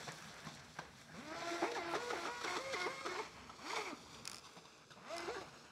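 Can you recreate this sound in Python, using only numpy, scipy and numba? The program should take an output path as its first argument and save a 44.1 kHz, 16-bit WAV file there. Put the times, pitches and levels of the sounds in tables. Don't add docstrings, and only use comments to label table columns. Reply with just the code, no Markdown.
import sys
import numpy as np
from scipy import signal
from scipy.fft import rfft, irfft
from scipy.io import wavfile
from scipy.ndimage import uniform_filter1d
from numba import njit

SR = 44100
rng = np.random.default_rng(int(sys.argv[2]) if len(sys.argv) > 2 else 0)


def linear_from_db(decibels):
    return 10 ** (np.asarray(decibels, float) / 20)


def persist_wave(psi):
    counts = np.round(np.clip(psi, -1, 1) * 32767).astype(np.int16)
    wavfile.write(sys.argv[1], SR, np.atleast_2d(counts).T)


N = 251811
T = np.arange(N) / SR


@njit
def svf(x, hz, width):
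    y, band, low = np.empty(len(x)), 0., 0.
    for i in range(len(x)):
        g, k = np.tan(np.pi * hz[i] / SR), width / hz[i]
        v = (band + g * (x[i] - low)) / (1 + g * (g + k))
        band, low, y[i] = 2 * v - band, low + 2 * g * v, k * v
    return y


def unit(x):
    return x / np.sqrt(np.mean(x ** 2))


def curve(points):
    return np.interp(T, *np.transpose(points))


def walk(rate):
    hold = int(SR / rate)
    steps = np.repeat(rng.standard_normal(N // hold + 1), hold)
    return unit(uniform_filter1d(uniform_filter1d(steps, hold), hold)[:N])


def colour(x, spectrum):
    hz, db = np.transpose(spectrum)
    log_hz = np.log(np.arange(1, N // 2 + 2) * SR / N)
    gain = linear_from_db(np.interp(log_hz, np.log(hz), db, left=-80, right=-80))
    return unit(irfft(rfft(x) * gain, N))


def hiss_of(spectrum):
    return colour(rng.standard_normal(N), spectrum)


def grainy(rate, spread_db, share):
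    pops = (rng.random(N) < rate / SR) * linear_from_db(spread_db * rng.standard_normal(N))
    pops = signal.lfilter([1], [1, -.98], pops) * rng.standard_normal(N)
    return np.sqrt(1 - share) * rng.standard_normal(N) + np.sqrt(share) * unit(pops)


def ring(hz, t60, count=2000):
    t = T[:count]
    return np.sin(2 * np.pi * hz * t) * np.exp(-np.log(1000) * t / t60)


def add(out, s, sound):
    i = int(s * SR)
    out[i:i + len(sound)] += sound[:N - i]


def highpass(x, order, hz):
    return signal.sosfilt(signal.butter(order, hz, "high", fs=SR, output="sos"), x)


# (frequency [Hz], level [dB per Hz])
HUM = [(12, -54), (20, -16), (27, -42), (67, -4.5), (102, -9), (155, -2.5), (200, -9.5), (236, -1),
       (265, -12.5), (300, -12), (390, -47), (660, -120)]
# (time [s], level [dB])
HUM_FADE = [(1, 2), (2.5, 0.5), (3.6, 2), (4.4, -0.5), (5.5, -0.5)]


def town_hum():
    return linear_from_db(-68 + curve(HUM_FADE) + 2.8 * walk(4.47)) * hiss_of(HUM)


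def wash():
    level_db = -61 - 20 * T - 14 * np.exp(-T / 0.03) + 4.1 * walk(13.4)
    return linear_from_db(level_db) * hiss_of([(50, -33), (90, -16), (150, -4), (220, -4), (300, -36)])


# (time [s], lag [ms], strength [0-1])
MIRROR = [(2.1, .88, .03), (2.5, .88, .25), (3.2, .95, .2), (3.7, .89, .45), (4.7, .81, .4),
          (5.71, .74, .32)]


def pond_mirror(boat):
    s, lag_ms, strength = np.transpose(MIRROR)
    return np.interp(T, s, strength) * np.interp(T - np.interp(T, s, lag_ms) / 1000, T, boat)


# (time [s], strength [0-1])
DECK = [(0, .3), (1.2, .3), (1.6, .45), (2.1, .25), (3.1, .25), (3.5, 0)]


def deck_echo(boat):
    return curve(DECK) * np.interp(T - .00052, T, boat)


def far_bank(sound):
    bank = rng.standard_normal(12000) * np.exp(-np.log(1000) * T[:12000] / 0.8)
    return signal.fftconvolve(sound, bank / np.sqrt(np.sum(bank ** 2)))[:N] * linear_from_db(-15)


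# (time [s], peak level [dB])
BOUNCES = [(4.2535, -25.5), (4.2753, -23), (4.297, -27.5), (4.3149, -26.5), (4.3313, -29.5), (4.3447, -30),
           (4.357, -34), (4.367, -34.5), (4.376, -37), (4.383, -36), (4.39, -42), (4.3945, -42),
           (5.166, -30.5), (5.1811, -29), (5.1937, -39), (5.204, -36), (5.212, -44), (5.2184, -44)]
# (frequency [Hz], level [dB], t60 [s])
TAG = [(4700, -10, 0.019), (5100, -12.5, 0.014), (5360, -8.5, 0.01), (6750, -7.5, 0.0053),
       (8900, -15, 0.0055), (9500, -1, 0.0029), (10000, 1.5, 0.0026)]
LOW_RING_DB, OTHER_END_DB = -23.5, 9.5
SOFTEN = 0.3


def tag():
    out, t = np.zeros(N), T[:2000]
    chance = rng.standard_normal((len(BOUNCES), len(TAG)))
    crack = hiss_of([(1000, -2.5), (4500, -1), (5400, 2), (8000, -3.0), (10500, -14.0), (11500, -15), (16400, -28)])
    for count, ((s, db), row) in enumerate(zip(BOUNCES, chance)):
        end_db = OTHER_END_DB * (count % 2)
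        blow = linear_from_db(LOW_RING_DB + 2.0 + end_db) * ring(2470, 0.027) + linear_from_db(LOW_RING_DB) * ring(1344, 0.052)
        for (hz, mode_db, t60), luck in zip(TAG, row):
            tilt_db = end_db * (np.sign(hz - 4900) - (hz > 8000))
            soft_db = SOFTEN * (db + 25.5) * (hz > 6000)
            blow += linear_from_db(mode_db + luck + tilt_db + soft_db) * ring(hz * (1 + luck / 150), t60)
        blow *= 1 - np.exp(-t / 0.00016)
        blow += linear_from_db(SOFTEN * (db + 21.0) - 3.0) * crack[int(s * SR):][:2000] * np.exp(-t / 0.0019)
        add(out, s + 0.00056, linear_from_db(db - 10.0) * blow)
    return out


# (time [s], peak level [dB], pitch [Hz], centre of the fizz [Hz])
DROPS = [(0.1197, -40, 4700, 7000), (.154, -52, 4500, 6500), (.185, -48, 4790, 6500),
         (.21, -62, 4970, 9500), (0.2229, -43, 3600, 4940), (.258, -61, 6000, 12500),
         (.268, -54, 5000, 9000), (0.3411, -46, 3430, 6000), (0.4025, -47, 3520, 5000),
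         (0.448, -51, 4060, 8800), (.538, -64, 6000, 10000), (0.549, -47, 3510, 8140),
         (0.646, -48, 3830, 5570), (.657, -63, 6000, 9000), (.6938, -55, 5360, 6000),
         (.744, -63, 6000, 9500), (1.013, -49, 3970, 5970), (1.0355, -67, 4860, 7000),
         (4.535, -52, 3570, 6500), (4.779, -54, 6210, 6500), (5.5428, -62, 5430, 7000),
         (5.664, -59, 5450, 7000)]


def drops():
    out, t = np.zeros(N), T[:1000]
    for (s, db, hz, fizz_hz), noise in zip(DROPS, rng.standard_normal((len(DROPS), 1000))):
        centre = np.full(1000, 1. * fizz_hz)
        fizz = unit(svf(svf(noise, centre, 4300.0), centre, 4300.0))
        burst = fizz * t / 0.00027 * np.exp(-t / 0.0012)
        add(out, s, linear_from_db(db - 11.5) * (.3 * ring(hz, 0.01, count=1000) + burst))
    return out


# (time [s], peak level [dB], hull ring [Hz], contact [s], spray
# against peak [dB])
SLAPS = [(1.343, -36, 690, 0.0082, -26), (1.409, -33.5, 705, 0.019, -18), (1.619, -23.5, 750, 0.021, -27),
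         (1.626, -26.5, 770, 0.0095, -27), (1.638, -28.5, 870, 0.027, -14.5),
         (1.717, -29.5, 560, 0.0087, -9), (1.749, -40.5, 1730, 0.012, -1), (1.761, -28, 820, 0.023, -13.5),
         (1.9357, -23.5, 796, 0.021, -32), (1.949, -31, 1200, 0.03, -6), (2.102, -28.5, 1290, 0.021, -9),
         (2.131, -28.5, 780, 0.011, -21), (2.155, -48, 1470, 0.018, -14), (2.252, -27.5, 1300, 0.03, -12.5),
         (2.412, -36, 1320, 0.013, -5), (2.442, -25.5, 1430, 0.014, -7.5), (2.476, -37, 2130, .012, -5),
         (2.513, -39, 1100, 0.019, -15), (2.559, -29, 900, 0.026, -13.5), (2.568, -37.5, 1240, 0.016, -3.5),
         (2.731, -27.5, 1490, 0.018, -5), (2.737, -44, 2080, .012, -4), (2.8, -39.5, 1130, 0.047, 0),
         (2.858, -34.5, 2035, 0.022, -12), (2.865, -33.5, 1030, 0.017, -15),
         (3.009, -36.5, 1300, 0.0039, -5), (3.05, -31, 1270, 0.0052, -19), (3.06, -27, 1284, 0.015, -10),
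         (3.183, -32.5, 957, 0.033, -13), (3.7, -32, 2185, 0.011, -9), (3.731, -35, 920, 0.012, -6),
         (3.76, -39, 2390, 0.009, -23), (3.7613, -34.5, 1133, 0.023, 0.5), (3.764, -30.5, 597, 0.021, -32),
         (3.922, -39, 1103, 0.021, -29), (5.265, -38.5, 1446, 0.028, -15), (5.288, -30.5, 700, 0.02, -29),
         (5.344, -36.5, 1606, 0.051, -9), (5.41, -37.5, 630, 0.02, -11)]
# (time [s], peak level [dB], hull ring [Hz], contact [s], spray against peak [dB])
SPLASHES = [(.072, -38, 695, .012, -16), (0.079, -33, 876, 0.016, -10), (0.092, -43.5, 1790, 0.022, -16),
            (.118, -52, 980, 0.011, -25), (0.223, -53, 1250, .015, -6), (0.272, -49, 1140, 0.045, -1),
            (0.443, -43, 1610, 0.028, -8), (0.461, -49, 600, 0.024, -6), (0.4685, -31.5, 1075, 0.0026, -17),
            (.485, -42, 790, 0.008, -4), (0.595, -54, 1030, 0.0082, 6.5), (0.7869, -32, 1560, 0.0041, -8),
            (0.79, -35.5, 1040, 0.011, -14), (0.81, -54, 497, 0.017, -23), (1.086, -47, 1600, 0.059, -28),
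            (3.495, -38.5, 1290, 0.011, -9.5), (4.06, -45.5, 1025, 0.0097, -22),
            (4.143, -44.5, 1470, 0.013, 0.5), (4.435, -51, 1100, 0.047, 3.5),
            (4.565, -40, 604, 0.023, -9.5), (4.647, -51, 1000, 0.023, -3), (4.904, -49, 1540, 0.023, -0.5),
            (4.917, -49, 1300, 0.0062, -2), (4.962, -43.5, 600, 0.051, -23)]
THUD_DB, THUD_GROWTH = -8, 0.81
DIG_IN = 0.14
LEAD_S = .04
COAST_RING_DB = -2
SPRAY_PEAK, SPRAY_SPREAD = 0.3, 0.64


def slaps():
    ring_gain, body_gain, spray_gain, knock, *thud_gain = np.zeros((6, N))
    t, hull_hz = T[:8000], np.full(N, 800.)
    blows = [row + (0,) for row in SLAPS] + [row + (1,) for row in SPLASHES]
    for s, db, hz, contact, spray_db, coasting in sorted(blows):
        hold = np.exp(-(t / max(contact, .003)) ** 2) + 0.25 * np.exp(-t / 0.053)
        swell = (1 - np.exp(-t / (DIG_IN * contact))) * hold
        sheet = swell
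        if not coasting:
            sheet = np.exp(-((t - LEAD_S - SPRAY_PEAK * contact) / (SPRAY_SPREAD * contact)) ** 2)
        add(ring_gain, s, linear_from_db(db - 15 + COAST_RING_DB * coasting) * swell)
        add(body_gain, s, linear_from_db(db - 12.5) * swell)
        add(spray_gain, s - LEAD_S * (1 - coasting), linear_from_db(db + spray_db - 8.5) * sheet)
        add(thud_gain[coasting], s, linear_from_db(THUD_GROWTH * (db + 35.5) + THUD_DB - 47.0) * swell)
        hull_hz[int(s * SR):] = hz
        modes = ring(hz, 0.05) + ring(0.8 * hz, 0.015) + 0.26 * ring(1.8 * hz, 0.023)
        onset = np.clip(t[:2000] / (0.0004 if coasting else .002), 0, 1)
        add(knock, s, linear_from_db(db - 6) * modes * onset)
    push = grainy(500, 1.3, 0.41)
    hull = unit(svf(svf(push, hull_hz, 380.0), hull_hz, 380.0))
    body = colour(push, [(400, -4.0), (700, 7.5), (1500, -2.0), (2500, -5.5), (3000, -24)])
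    spray = colour(push, [(2600, -4.0), (3400, -2.0), (5500, -5.5), (8000, -16.5), (11000, -26.0), (15800, -43)])
    thud = colour(push, [(90, -44), (150, 2), (220, -10.0), (330, 11.5), (480, -3.0)])
    slosh = colour(push, [(90, -34), (150, 14.5), (220, -1.0), (330, 7.5), (550, -42)])
    thuds = np.sum(uniform_filter1d(thud_gain, size=300) * [thud, slosh], axis=0)
    knock = highpass(knock, 2, 200)
    return knock + ring_gain * hull + body_gain * body + spray_gain * spray + thuds


# (time [s], speed [Hz])
BURSTS = [
    [(1.14, 155), (1.175, 185), (1.2, 248), (1.24, 292), (1.36, 334), (1.48, 341), (2.25, 340), (2.3, 361),
     (3.2, 361), (3.27, 310)],
    [(3.58, 150), (3.64, 268), (3.735, 446), (3.755, 458), (3.785, 440), (3.88, 371), (3.93, 290),
     (3.96, 200)],
    [(5.01, 150), (5.06, 242), (5.12, 325), (5.15, 341), (5.28, 342), (5.35, 385), (5.4, 385), (5.47, 240)],
]
# (take-off [s], landing [s], free shaft speed [Hz], time for the water to load the impeller again [s])
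HOPS = [(1.642, 1.765, 477, .034), (1.956, 2.122, 485, .034), (2.255, 2.44, 484, .03),
        (2.572, 2.73, 539, .032), (2.862, 3.055, 538, .034), (3.172, 3.2, 470, .03),
        (5.281, 5.353, 498, .014)]


def shaft():
    hz, unloaded = curve(np.concatenate(BURSTS)), np.zeros(N)
    for off, on, free_hz, bite in HOPS:
        race = 1 - np.exp(-np.maximum(T - off, 0) / .016)
        hop = race * np.clip(1 - (T - on) / bite, 0, 1)
        hz, unloaded = hz + hop * (free_hz - hz), unloaded + hop
    return uniform_filter1d(hz, size=400), unloaded


# (frequency [Hz], level [dB per Hz])
RUSH = [(260, -4), (450, -1.5), (792, 4.5), (859, 2), (1120, 2), (1660, 1), (1890, -4), (2230, -4),
        (3100, -5.5), (4030, -37), (6820, -120)]
# (frequency [Hz], level [dB per Hz])
SPRAY = [(1590, -36), (2700, -5), (2970, -14), (3320, -1.5), (4050, -4.5), (4330, -1.5), (5170, -3.5),
         (5610, -3.5), (7830, -10), (8620, -20), (11600, -24), (15800, -43)]
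# (time [s], level [dB])
EFFORT = [(1.12, -71), (1.2, -53.5), (1.28, -54), (1.38, -51), (1.52, -45.5), (1.6, -47.5), (1.66, -46),
          (1.76, -50.5), (1.85, -51), (1.93, -45), (1.97, -46.5), (2.05, -44), (2.2, -45.5), (2.36, -48),
          (2.5, -43.5), (2.85, -48.5), (2.96, -48), (3.2, -47), (3.31, -58), (3.56, -62), (3.67, -51),
          (3.8, -46), (3.9, -48.5), (3.95, -76.5), (5.0, -67), (5.12, -51.5), (5.22, -50), (5.33, -56),
          (5.42, -61), (5.5, -61.5)]
# (time [s], level [dB])
WAKE = [(0, -48.5), (.15, -53.5), (.3, -55.5), (.6, -58), (.92, -60), (3.5, -62.5), (4.3, -58),
        (4.96, -68.5), (5.5, -60.5), (5.71, -62.5)]
# (time [s], hiss [dB], gurgle [dB])
FOUNTAIN = [(1, -107, -75), (3.902, -63.5, -53), (5, -70.5, -58.5)]
# (time [s], tube against the jet [dB], extra spray [dB])
TUBE_HISS = [(1.2, -15, -0.9), (1.7, -11.5, 1.7), (1.85, -21, -3), (2.3, -18, -0.2), (3.2, -18.5, 0),
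             (3.7, -14, 2.5), (3.9, -8, 0.3), (5.1, -39, 3), (5.4, -18, 2)]
JET_SPRAY_DB, WAKE_SPRAY_DB, JET_GURGLE_DB = -7, -4.5, -17
JET_MIST_DB, WAKE_MIST_DB = -25, -18
AIRBORNE_RUSH_DB, AIRBORNE_SPRAY_DB, AIRBORNE_GURGLE_DB = -7, -2, 2
CHOP = 0.32


def water(hz, airborne):
    s, churn_db = np.transpose(EFFORT)
    jet = linear_from_db(np.interp(T, s, churn_db, left=-99, right=-99))
    wake = linear_from_db(curve(WAKE))
    s, *columns = np.transpose(FOUNTAIN)
    hiss, babble = (linear_from_db(np.interp(T, s, c)) for c in columns)
    s, *columns = np.transpose(TUBE_HISS)
    tube_db, facing_db = (np.interp(T, s, c) for c in columns)
    turns = np.cumsum(hz * (1 + 0.0026 * walk(50))) / SR
    jet = jet * (1 + CHOP * np.cos(2 * np.pi * turns)) / np.sqrt(1 + CHOP ** 2 / 2)

    rush_gain = np.hypot(jet * linear_from_db(AIRBORNE_RUSH_DB * airborne), wake)
    jet_spray = jet * linear_from_db(JET_SPRAY_DB + facing_db + AIRBORNE_SPRAY_DB * airborne)
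    spray_gain = np.hypot(np.hypot(jet_spray, wake * linear_from_db(WAKE_SPRAY_DB)), hiss)
    gurgle_gain = np.hypot(jet * linear_from_db(JET_GURGLE_DB + AIRBORNE_GURGLE_DB * airborne), babble)
    jet_mist = jet * linear_from_db(JET_MIST_DB + AIRBORNE_SPRAY_DB * airborne)
    mist_gain = np.hypot(jet_mist, wake * linear_from_db(WAKE_MIST_DB))

    churn = colour(grainy(900, 8.9, 0.13), RUSH)
    deep = svf(churn, 650 * (1 + 0.17 * walk(8.5)), 740.0)
    heaving = deep * linear_from_db(0.91 * walk(25.05)) + (churn - deep) * linear_from_db(1.17 * walk(25.25))
    rush = rush_gain * linear_from_db(1.93 * walk(40)) * heaving
    droplets = colour(grainy(850, 3.0, .3), [(6500, -39), (8500, 6.0), (11500, -1.5), (15800, -11)])
    mist = mist_gain * linear_from_db(2.0 * walk(24.2)) * droplets
    spray = spray_gain * linear_from_db(1.4 * walk(30)) * colour(grainy(1100, 0.97, 0.36), SPRAY)
    bubbling = hiss_of([(130, -54), (200, -18.0), (300, -9.0), (450, -2.0), (650, -5.0)])
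    gurgle = gurgle_gain * linear_from_db(-8.5 + 1.5 * walk(21.66)) * bubbling
    piped = svf(svf(churn, 2280 * (1 + 0.1 * walk(12)), 540.0), np.full(N, 2280.), 980.0)
    tube = jet * linear_from_db(tube_db + 4.2 * walk(40)) * unit(piped)
    return rush + spray + mist + gurgle + tube


# (time [s], first order [dB], second order [dB], higher orders [dB], jet tube ring [dB])
ATTITUDES = [(1.14, -57.5, -64.5, -62.5, 4), (1.25, -53.5, -54.5, -60, 6), (1.31, -53, -54, -57.5, 9),
             (1.374, -64, -58, -53, -3), (1.444, -45, -55, -53, 6), (1.469, -54, -49, -53, 6),
             (1.504, -44, -47, -53, 12), (1.554, -52, -52, -53, 7), (1.59, -59, -49, -52.5, 10),
             (1.618, -44, -44, -56, 4), (1.65, -51, -60, -50, 8), (1.684, -50, -69, -57, 8),
             (1.734, -54, -68, -58.5, 18), (1.761, -51.5, -41.5, -44.5, 14), (1.799, -58, -54, -54, 21),
             (1.853, -51, -51.5, -51, 4), (1.9, -51.5, -55.5, -52, -2), (1.965, -54, -56, -51, 8),
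             (2.018, -44.5, -54.5, -53, 1), (2.088, -46.5, -70, -50, 0), (2.13, -55, -56.5, -55.5, 10),
             (2.27, -54, -50, -53, 17), (2.335, -61, -52, -52.5, 8), (2.407, -55.5, -54, -53.5, 8),
             (2.477, -53.5, -49.5, -52, 12), (2.552, -51.5, -57, -57, 9), (2.642, -46, -53, -53, 14),
             (2.701, -45, -62, -50.5, 9), (2.726, -51, -49, -43.5, -2), (2.771, -58, -49, -52, 12),
             (2.811, -53.5, -54, -52, 23.5), (2.855, -49.5, -48, -49.5, 9), (2.92, -59.5, -55, -58, 16),
             (2.99, -74, -53, -52.5, 16), (3.021, -54, -64, -54, -5), (3.085, -52, -75, -54.5, 15.5),
             (3.155, -50.5, -61, -51, 9), (3.19, -47.5, -43, -51, 15), (3.215, -64, -73, -60, 10),
             (3.25, -79, -74, -74, 5),
             (3.58, -68, -77, -65, 4), (3.635, -57, -62, -62, 8), (3.659, -58.5, -65, -51.5, 8.1),
                  (3.73, -46.5, -59, -52, 12), (3.755, -62, -55, -52, 30), (3.78, -45, -57, -56, 10),
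                  (3.8, -49, -54, -50, 10), (3.829, -54, -68, -64, 14), (3.86, -53, -57, -59, 14),
                  (3.899, -57, -56, -53, 5), (3.919, -54, -58, -59, 5), (3.94, -80, -90, -89, 10),
                  (5.01, -65.5, -67.5, -66, 4), (5.06, -67, -65, -60, 6), (5.099, -64, -45.5, -57, 15),
                  (5.14, -58, -49.5, -65, 40), (5.18, -54, -63, -61, 22), (5.279, -51, -55, -45, 8),
                  (5.304, -49, -61, -53, 8), (5.354, -49, -54, -55, 8), (5.394, -52, -56, -63, 6),
                  (5.419, -69, -69, -70, 5), (5.45, -69, -83, -88, 10)]
# (frequency [Hz], level [dB])
HULL = [(600, -1.5), (1020, -4), (1085, 1.5), (1450, -1.5), (1620, -11), (1950, -10.5), (2500, -16),
        (3000, -19), (3600, -15), (4320, -13), (4900, -16), (5400, -16.5), (6000, -21.5)]
HALF_DB = -22
TURN_S = 0.014
RACING_DB, BITING_DB = 3, 2.5


def motor(hz, airborne):
    s, *columns = np.transpose(ATTITUDES)
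    stage = np.maximum(np.searchsorted(s, T) - 1, 0)
    first_db, second_db, upper_db, ring_db = (uniform_filter1d(c[stage], size=int(TURN_S * SR)) for c in columns)
    hull_hz, hull_db = np.transpose(HULL)
    rough = 1 - 0.475 * airborne
    turns = np.cumsum(hz * (1 + rough * (.004 * walk(40) + .007 * walk(130)))) / SR
    glide = np.clip(np.gradient(hz) * SR / 3000, -2, 2)
    smear_db = 12 * np.abs(glide)
    surge_db = RACING_DB * np.maximum(glide, 0) - BITING_DB * np.minimum(glide, 0)
    out = 0
    for k in range(1, 17):
        if k > 2:
            tube_db = ring_db / (1 + ((k * hz - 2170) / 130) ** 2)
            db = upper_db + np.interp(np.log(k * hz), np.log(hull_hz), hull_db) + tube_db
        else:
            db = (first_db, second_db)[k - 1]
        db = db + (surge_db if k < 2 else -smear_db * min(k / 10, .5))
        db = db + 3.2 * rough * walk(70) + .6 * walk(20)
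        out += linear_from_db(db) * np.sin(2 * np.pi * (k * turns + rng.random()))
    bearing = np.cumsum(hz * (2.52 - .22 * airborne)) / SR
    lines = np.sin(2 * np.pi * bearing) + linear_from_db(-7.5) * np.sin(2 * np.pi * (bearing + 2 * turns))
    out += linear_from_db(upper_db - smear_db - 6.0 + 0.69 * airborne + 1.0 * walk(57)) * lines
    for half in (1.5, 3.5, 4.5, 5.5):
        ragged = linear_from_db(upper_db - smear_db + HALF_DB + 5.0 * walk(49))
        out += ragged * np.sin(2 * np.pi * (half * turns + rng.random()))
    fade = sum(np.clip(np.minimum(T - burst[0][0], burst[-1][0] - T) / 0.0036, 0, 1) for burst in BURSTS)
    return np.sqrt(2) * out * fade


def scene():
    hz, airborne = shaft()
    whine = motor(hz, airborne)
    boat = highpass(water(hz, airborne) + slaps() + drops(), 4, 70)
    near = 0.7 * (boat + pond_mirror(boat) + deck_echo(boat))
    mix = near + linear_from_db(-1.0) * whine + far_bank(boat + whine) + tag() + town_hum() + wash()
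    return mix[None]


def top_cut(x):
    return signal.sosfilt(signal.butter(12, 16400, fs=SR, output="sos"), x)


def record(dry):
    top = signal.ellip(10, .2, 60, 16350, fs=SR, output="sos")
    mix = signal.sosfilt(top, dry)
    return top_cut(mix)


dry = scene()
out = record(dry)
persist_wave(out)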